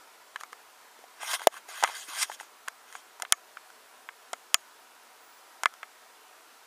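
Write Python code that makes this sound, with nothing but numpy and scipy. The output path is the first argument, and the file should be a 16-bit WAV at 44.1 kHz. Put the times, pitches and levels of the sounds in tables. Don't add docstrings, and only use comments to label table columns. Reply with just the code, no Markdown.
import sys
import numpy as np
from scipy import signal
from scipy.fft import rfft, irfft
from scipy.io import wavfile
from scipy.ndimage import uniform_filter1d

SR = 44100
rng = np.random.default_rng(int(sys.argv[2]) if len(sys.argv) > 2 else 0)


def gain_from_decibels(decibels):
    exponent = np.asarray(decibels, float) / 20
    return 10 ** exponent


def transcribe(u):
    v = np.clip(np.atleast_2d(u).T, -1, 1)
    q = np.round(v * 32767).astype(np.int16)
    wavfile.write(sys.argv[1], SR, q)


N = 293882


def evened(x):
    return x / np.sqrt(np.mean(x ** 2) + 1e-20)


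def peaked(x):
    return x / (abs(x).max() + 1e-12)


def add(mix, start_s, sound):
    part = mix[round(start_s * SR):][:len(sound)]
    part += sound[:len(part)]


def band(x, hz, kind):
    return signal.sosfilt(signal.butter(3, hz, kind, fs=SR, output="sos"), x)


def resonate(x, hz, width_hz):
    return signal.lfilter(*signal.iirpeak(min(hz, .45 * SR), hz / width_hz, fs=SR), x)


def through(x, modes, shift_db=0):
    shift_db = shift_db + np.zeros((len(modes), 1))
    out = 0
    for k, (hz, width_hz, level_db) in enumerate(modes):
        out = out + (-1) ** k * gain_from_decibels(level_db + shift_db[k]) * resonate(x, hz, width_hz)
    return out


def wander(count, size):
    smooth = uniform_filter1d(rng.standard_normal(count), size)
    return evened(uniform_filter1d(smooth, size))


# pitch_hz, density_db (per Hz)
ROOM_SPECTRUM = [(30, -42.5), (100, -31), (150, -34), (229, -18), (291, -12), (388, -8.5), (533, -9),
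                 (700, -4.5), (904, -8), (1310, -1.5), (2000, -8), (3480, -11.5), (8000, -15),
                 (15000, -18.5)]
# pitch_hz, width_hz, rise_db
HUMS = [(123, 25, 8), (240, 18, 5), (450, 33, 5), (629, 57, 3), (752, 24, 6.5), (960, 110, 7.5)]


def room():
    frames, hz = N // 512 + 5, np.fft.rfftfreq(2048, 1 / SR)
    real, imaginary, patches = rng.standard_normal((frames, 1025, 3)).T
    patches = uniform_filter1d(patches, size=5, axis=0)
    patches = evened(uniform_filter1d(patches, size=8, axis=1))
    knot_hz, knot_db = np.transpose(ROOM_SPECTRUM)
    colour_db = np.interp(np.log(hz + 1), np.log(knot_hz + 1), knot_db)
    for centre_hz, width_hz, rise_db in HUMS:
        colour_db += rise_db * np.exp(-((hz - centre_hz) / width_hz) ** 2)
    swell_db = .2 * wander(frames, size=20)
    spectra = (real + 1j * imaginary) * gain_from_decibels(colour_db[:, None] + 1.4 * patches + swell_db)
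    noise = signal.istft(spectra, nperseg=2048, noverlap=1536)[1][:N]
    return gain_from_decibels(-55) * evened(noise)


# start_s, stop_s, pitch_hz, level_db, waver_hz
WHINES = [
    (0, 6.7, 7881, -83, 6),
    (3.5, 4.3, 11090, -77, 6),
    (4.7, 6.7, 11090, -81, 6),
    (5.2, 5.4, 15046, -68, 3),
]


def whines():
    t, out = np.arange(N) / SR, np.zeros(N)
    for start_s, stop_s, pitch_hz, level_db, waver_hz in WHINES:
        on = np.clip(np.minimum(t - start_s, stop_s - t) / .012, 0, 1)
        phase = 2 * np.pi * np.cumsum(pitch_hz + waver_hz * wander(N, size=2000)) / SR
        out += on * np.sqrt(2) * gain_from_decibels(level_db) * np.sin(phase)
    return out


# land_s, leave_s, first_db, last_db, pad_db (dullness of a flat finger pad)
STROKES = [(0.403, 0.404, -56, -49, -2), (1.212, 1.339, -47.5, -34, 4), (1.338, 1.353, -32.5, -33, 1),
           (1.372, 1.441, -59, -49.5, 6.5), (1.522, 1.578, -58, -52.5, 5), (1.694, 1.83, -49.5, -46.5, 3),
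           (1.833, 1.968, -48.5, -51, 5), (1.952, 2.076, -43.5, -55, -6.5), (2.084, 2.183, -47, -39.5, 4),
           (2.188, 2.232, -37, -28.5, -2.5), (2.27, 2.347, -55, -47.5, -6), (2.401, 2.472, -52, -73, -2),
           (2.883, 2.937, -64, -57.5, 4), (2.952, 3.02, -54.5, -68, -5)]


def pressure(t):
    land_db_per_s, lift_db_per_s = 900, 897
    level = np.zeros((4, len(t)))
    for land_s, leave_s, first_db, last_db, pad_db in STROKES:
        progress = np.clip((t - land_s) / (leave_s - land_s), 0, 1)
        rise_db = (last_db - first_db) * progress ** 1.74
        db = first_db + rise_db
        db = db - land_db_per_s * np.maximum(land_s - t, 0) - lift_db_per_s * np.maximum(t - leave_s, 0)
        dull_db = pad_db - 0.12 * rise_db
        parts_db = [0 * t, dull_db, -1.5 + .3 * dull_db, -3.5 + .15 * rise_db]
        level = np.maximum(level, gain_from_decibels(np.maximum(db + parts_db, -200)))
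    return level


# pitch_hz, width_hz, level_db
DULL = [(685, 210, -3.5), (1104, 290, 5.5), (1600, 160, 8.5), (2070, 94, 8.5)]
MIDDLE = [(2560, 190, -4.5), (3205, 300, -2), (4140, 470, -13.5)]
BRIGHT = [(4735, 310, 1), (5534, 370, 2.5), (6763, 560, 4), (8290, 1160, 0.5), (9250, 337, 0.5)]
TOP = [(10550, 2500, -3), (11960, 1100, -19), (13000, 1200, -11.5), (15400, 1400, -22.5)]


def strokes():
    grip_db = 0.62 * wander(N, size=40) + 0.94 * wander(N, size=300)
    catches_per_s = 500
    catches = gain_from_decibels(5.0 * np.minimum(rng.exponential(1, N), 3.6)) * (rng.random(N) < catches_per_s / SR)
    grains = rng.standard_normal(N) * (gain_from_decibels(grip_db) + 0.98 * catches)
    level = pressure(np.arange(N) / SR)
    parts = []
    for modes in (BRIGHT, DULL, MIDDLE, TOP):
        place_db = 2.4 * np.array([wander(N, size=1100) for _ in modes])
        parts.append(evened(through(grains, modes, place_db)))
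    return band((level * parts).sum(axis=0), 340, "high")


# start_s, knock_db (peak), pitch_hz, bright_db (peak), slip_ms
CRACKS = [(0.3597, -23, 1600, -39, 2), (0.435, -28.5, 1270, -33, 1.3), (1.3348, -21.5, 1080, -28, 0.92),
          (1.4712, 1, 657, -4.5, 1.8), (1.8339, -19, 1300, -38, 4.3), (1.8375, -8, 848, -12, 1.9),
          (1.8454, -11.5, 1240, -39, 0.3), (2.2272, -24.5, 2060, -16, 2), (2.6781, -29, 1530, -47, 3.3),
          (2.6827, -22.5, 1620, -25.5, 2.3), (3.2215, -24, 1670, -20, 2.2), (3.3234, -13.5, 1130, 2.5, 1.1),
          (4.3317, -25, 720, -23, 1.2), (4.3355, -24.5, 1380, -39, 2), (4.5436, -11, 1890, 1, 1.27),
          (5.6346, -15, 1040, -19, 0.93), (5.6576, -5.5, 1645, -18.5, 1.04)]
# start_s, knock_db (peak), pitch_hz
CREAKS = [(1.2322, -27.5, 840), (1.3951, -30.5, 1560), (1.407, -35, 865), (1.4175, -28.5, 930),
          (1.5256, -42, 1150), (1.541, -37.5, 1150), (1.568, -38, 1340), (1.8263, -18, 840),
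          (1.8623, -32, 1560), (1.8755, -25.5, 1810), (1.888, -33.5, 810), (1.8977, -30.5, 860),
          (2.0838, -50.5, 314), (2.2984, -26.5, 880), (2.317, -30, 1570), (2.4, -31, 1900),
          (2.4092, -32, 850), (2.431, -41, 1370)]
# start_s, knock_db (peak), pitch_hz, crack_db (relative to the knock)
TAPS = [(0.4101, -31, 1240, -4), (0.5244, -49.5, 450, 4), (0.5297, -31, 1230, -9), (0.9899, -49, 450, 0),
        (1.04, -38.5, 746, -10), (1.689, -38, 736, 0), (2.926, -39, 1730, 0), (2.9526, -25.5, 1110, -16),
        (3.1993, -32.5, 950, -5), (3.232, -31, 740, -28), (3.2508, -28, 1750, -22),
        (3.5709, -30, 1450, -20), (3.7025, -41, 1400, -6), (4.089, -26, 1800, -22),
        (5.7388, -41, 1330, 0.5), (5.8303, -27, 1920, -17)]


def joints():
    tick_ms = 1.62
    events = [*CRACKS]
    for start_s, knock_db, pitch_hz in CREAKS:
        events.append((start_s, knock_db, pitch_hz, -17.5 + 0.74 * knock_db, tick_ms))
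    for start_s, knock_db, pitch_hz, crack_db in TAPS:
        events.append((start_s, knock_db, pitch_hz, knock_db + crack_db, tick_ms))
    rows = []
    for start_s, knock_db, pitch_hz, bright_db, slip_ms in sorted(events):
        from_knock_db = knock_db - 9.5 + 7.5 * np.log2(pitch_hz / 1600)
        middle_db = max(from_knock_db, bright_db - 7)
        rows.append((start_s, knock_db, pitch_hz, middle_db, bright_db, slip_ms))
    return rows


# pitch_hz, level_db, t60_s
RING = [(1158, -3.5, 0.039), (1303, 1.5, 0.024), (1750, 0, 0.028), (692, -10.5, 0.039), (2254, 2.5, 0.012),
        (2930, -12, 0.015), (5200, -38.5, 0.1), (6000, -22, 0.06), (6980, -2, 0.028), (6600, -26, 0.18),
        (10900, -87, 0.05)]


def snap(row, chance):
    start_s, knock_db, pitch_hz, middle_db, bright_db, slip_ms = row
    t = np.arange(len(chance)) / SR
    run = 1000 * t / max(slip_ms, .2)
    onset = np.clip(t / 0.000084, 0, 1)
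    slips = chance * onset * (np.exp(-run ** 2) + gain_from_decibels(5) * np.exp(-run / 0.98))
    spectrum = rfft(slips)
    slips = irfft(spectrum / np.sqrt(uniform_filter1d(abs(spectrum) ** 2, size=60)))
    slips *= np.exp(-run / 3.2)

    blow = np.exp(-t / 0.00026) + 0.12 * peaked(slips)
    knock = peaked(resonate(blow, pitch_hz, pitch_hz / 6.1))
    body_share = np.clip((knock_db + 48) / 30, .3, 1.2) * min(pitch_hz / 1000, 1) ** 3
    shell = band(knock + body_share * peaked(through(slips, DULL)), 2300, "low")
    shell = gain_from_decibels(knock_db) * peaked(band(shell, min(0.49 * pitch_hz, 500), "high"))

    top_db = bright_db - 5.5 + 0.086 * (bright_db - knock_db)
    crack = 0
    for level_db, modes in ((middle_db, MIDDLE), (bright_db, BRIGHT), (top_db, TOP)):
        crack = crack + gain_from_decibels(level_db) * peaked(through(slips, modes))

    for k, (ring_hz, level_db, t60_s) in enumerate(RING):
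        settling = np.roll(chance, -300 * k) * np.exp(-t / 0.0037)
        drive_db = bright_db - 26
        if ring_hz < 2500:
            drive_db = max(drive_db, knock_db - 21.5 + 14 * np.log2(min(pitch_hz / 1100, 1)))
        ring = resonate(settling, ring_hz, np.log(1000) / np.pi / t60_s)
        shell += gain_from_decibels(drive_db + level_db) * peaked(resonate(ring, ring_hz, 430))

    push = gain_from_decibels(0.67 * bright_db + .5 * knock_db - 29) * np.sin(np.pi * np.clip(t / 0.0014, 0, 1)) ** 2
    return start_s - .0003, shell + push + band(crack, 1100, "high")


def gate_treble(x):
    edge_hz = 15400
    hz, _, z = signal.stft(x, SR, nperseg=1024)
    groups = uniform_filter1d(abs(z) ** 2, size=5, axis=0)
    share = np.clip((hz - 8500) / 6000, 0, 1)[:, None] * 0.82
    weak = groups < share * uniform_filter1d(groups, size=40, axis=0)
    z[weak | (hz > edge_hz)[:, None]] = 0
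    return signal.istft(z, SR, nperseg=1024)[1][:N]


def scene():
    quiet, loud = room() + whines() + strokes(), np.zeros(N)
    rows = joints()
    for row, chance in zip(rows, rng.standard_normal((len(rows), 4400))):
        bright_db, slip_ms = row[4:]
        add(loud if bright_db > -25 and slip_ms < 3.2 else quiet, *snap(row, chance))
    return (gate_treble(quiet) + band(loud, 14000, "low"))[None]


def roll_off(x):
    return signal.sosfilt(signal.butter(12, 17010, fs=SR, output="sos"), x)


def record(dry):
    power_db = 10 * np.log10(abs(uniform_filter1d(dry[0] ** 2, size=120)) + 1e-12)
    fall_db = np.arange(N) * 140.0 / SR
    over_db = np.maximum(np.maximum.accumulate(power_db + fall_db) - fall_db + 13.5, 0)
    late_db = uniform_filter1d(over_db, size=200, origin=99)
    ducked = dry / gain_from_decibels(0.74 * late_db)
    excess = ducked - np.clip(ducked, -.66, .66)
    flattened = ducked - band(excess, 350, "high")
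    edge = signal.firwin(255, 16500, window=("kaiser", 9), fs=SR)
    return roll_off(signal.oaconvolve(flattened, edge[None], "same"))


dry = scene()
out = record(dry)
transcribe(out)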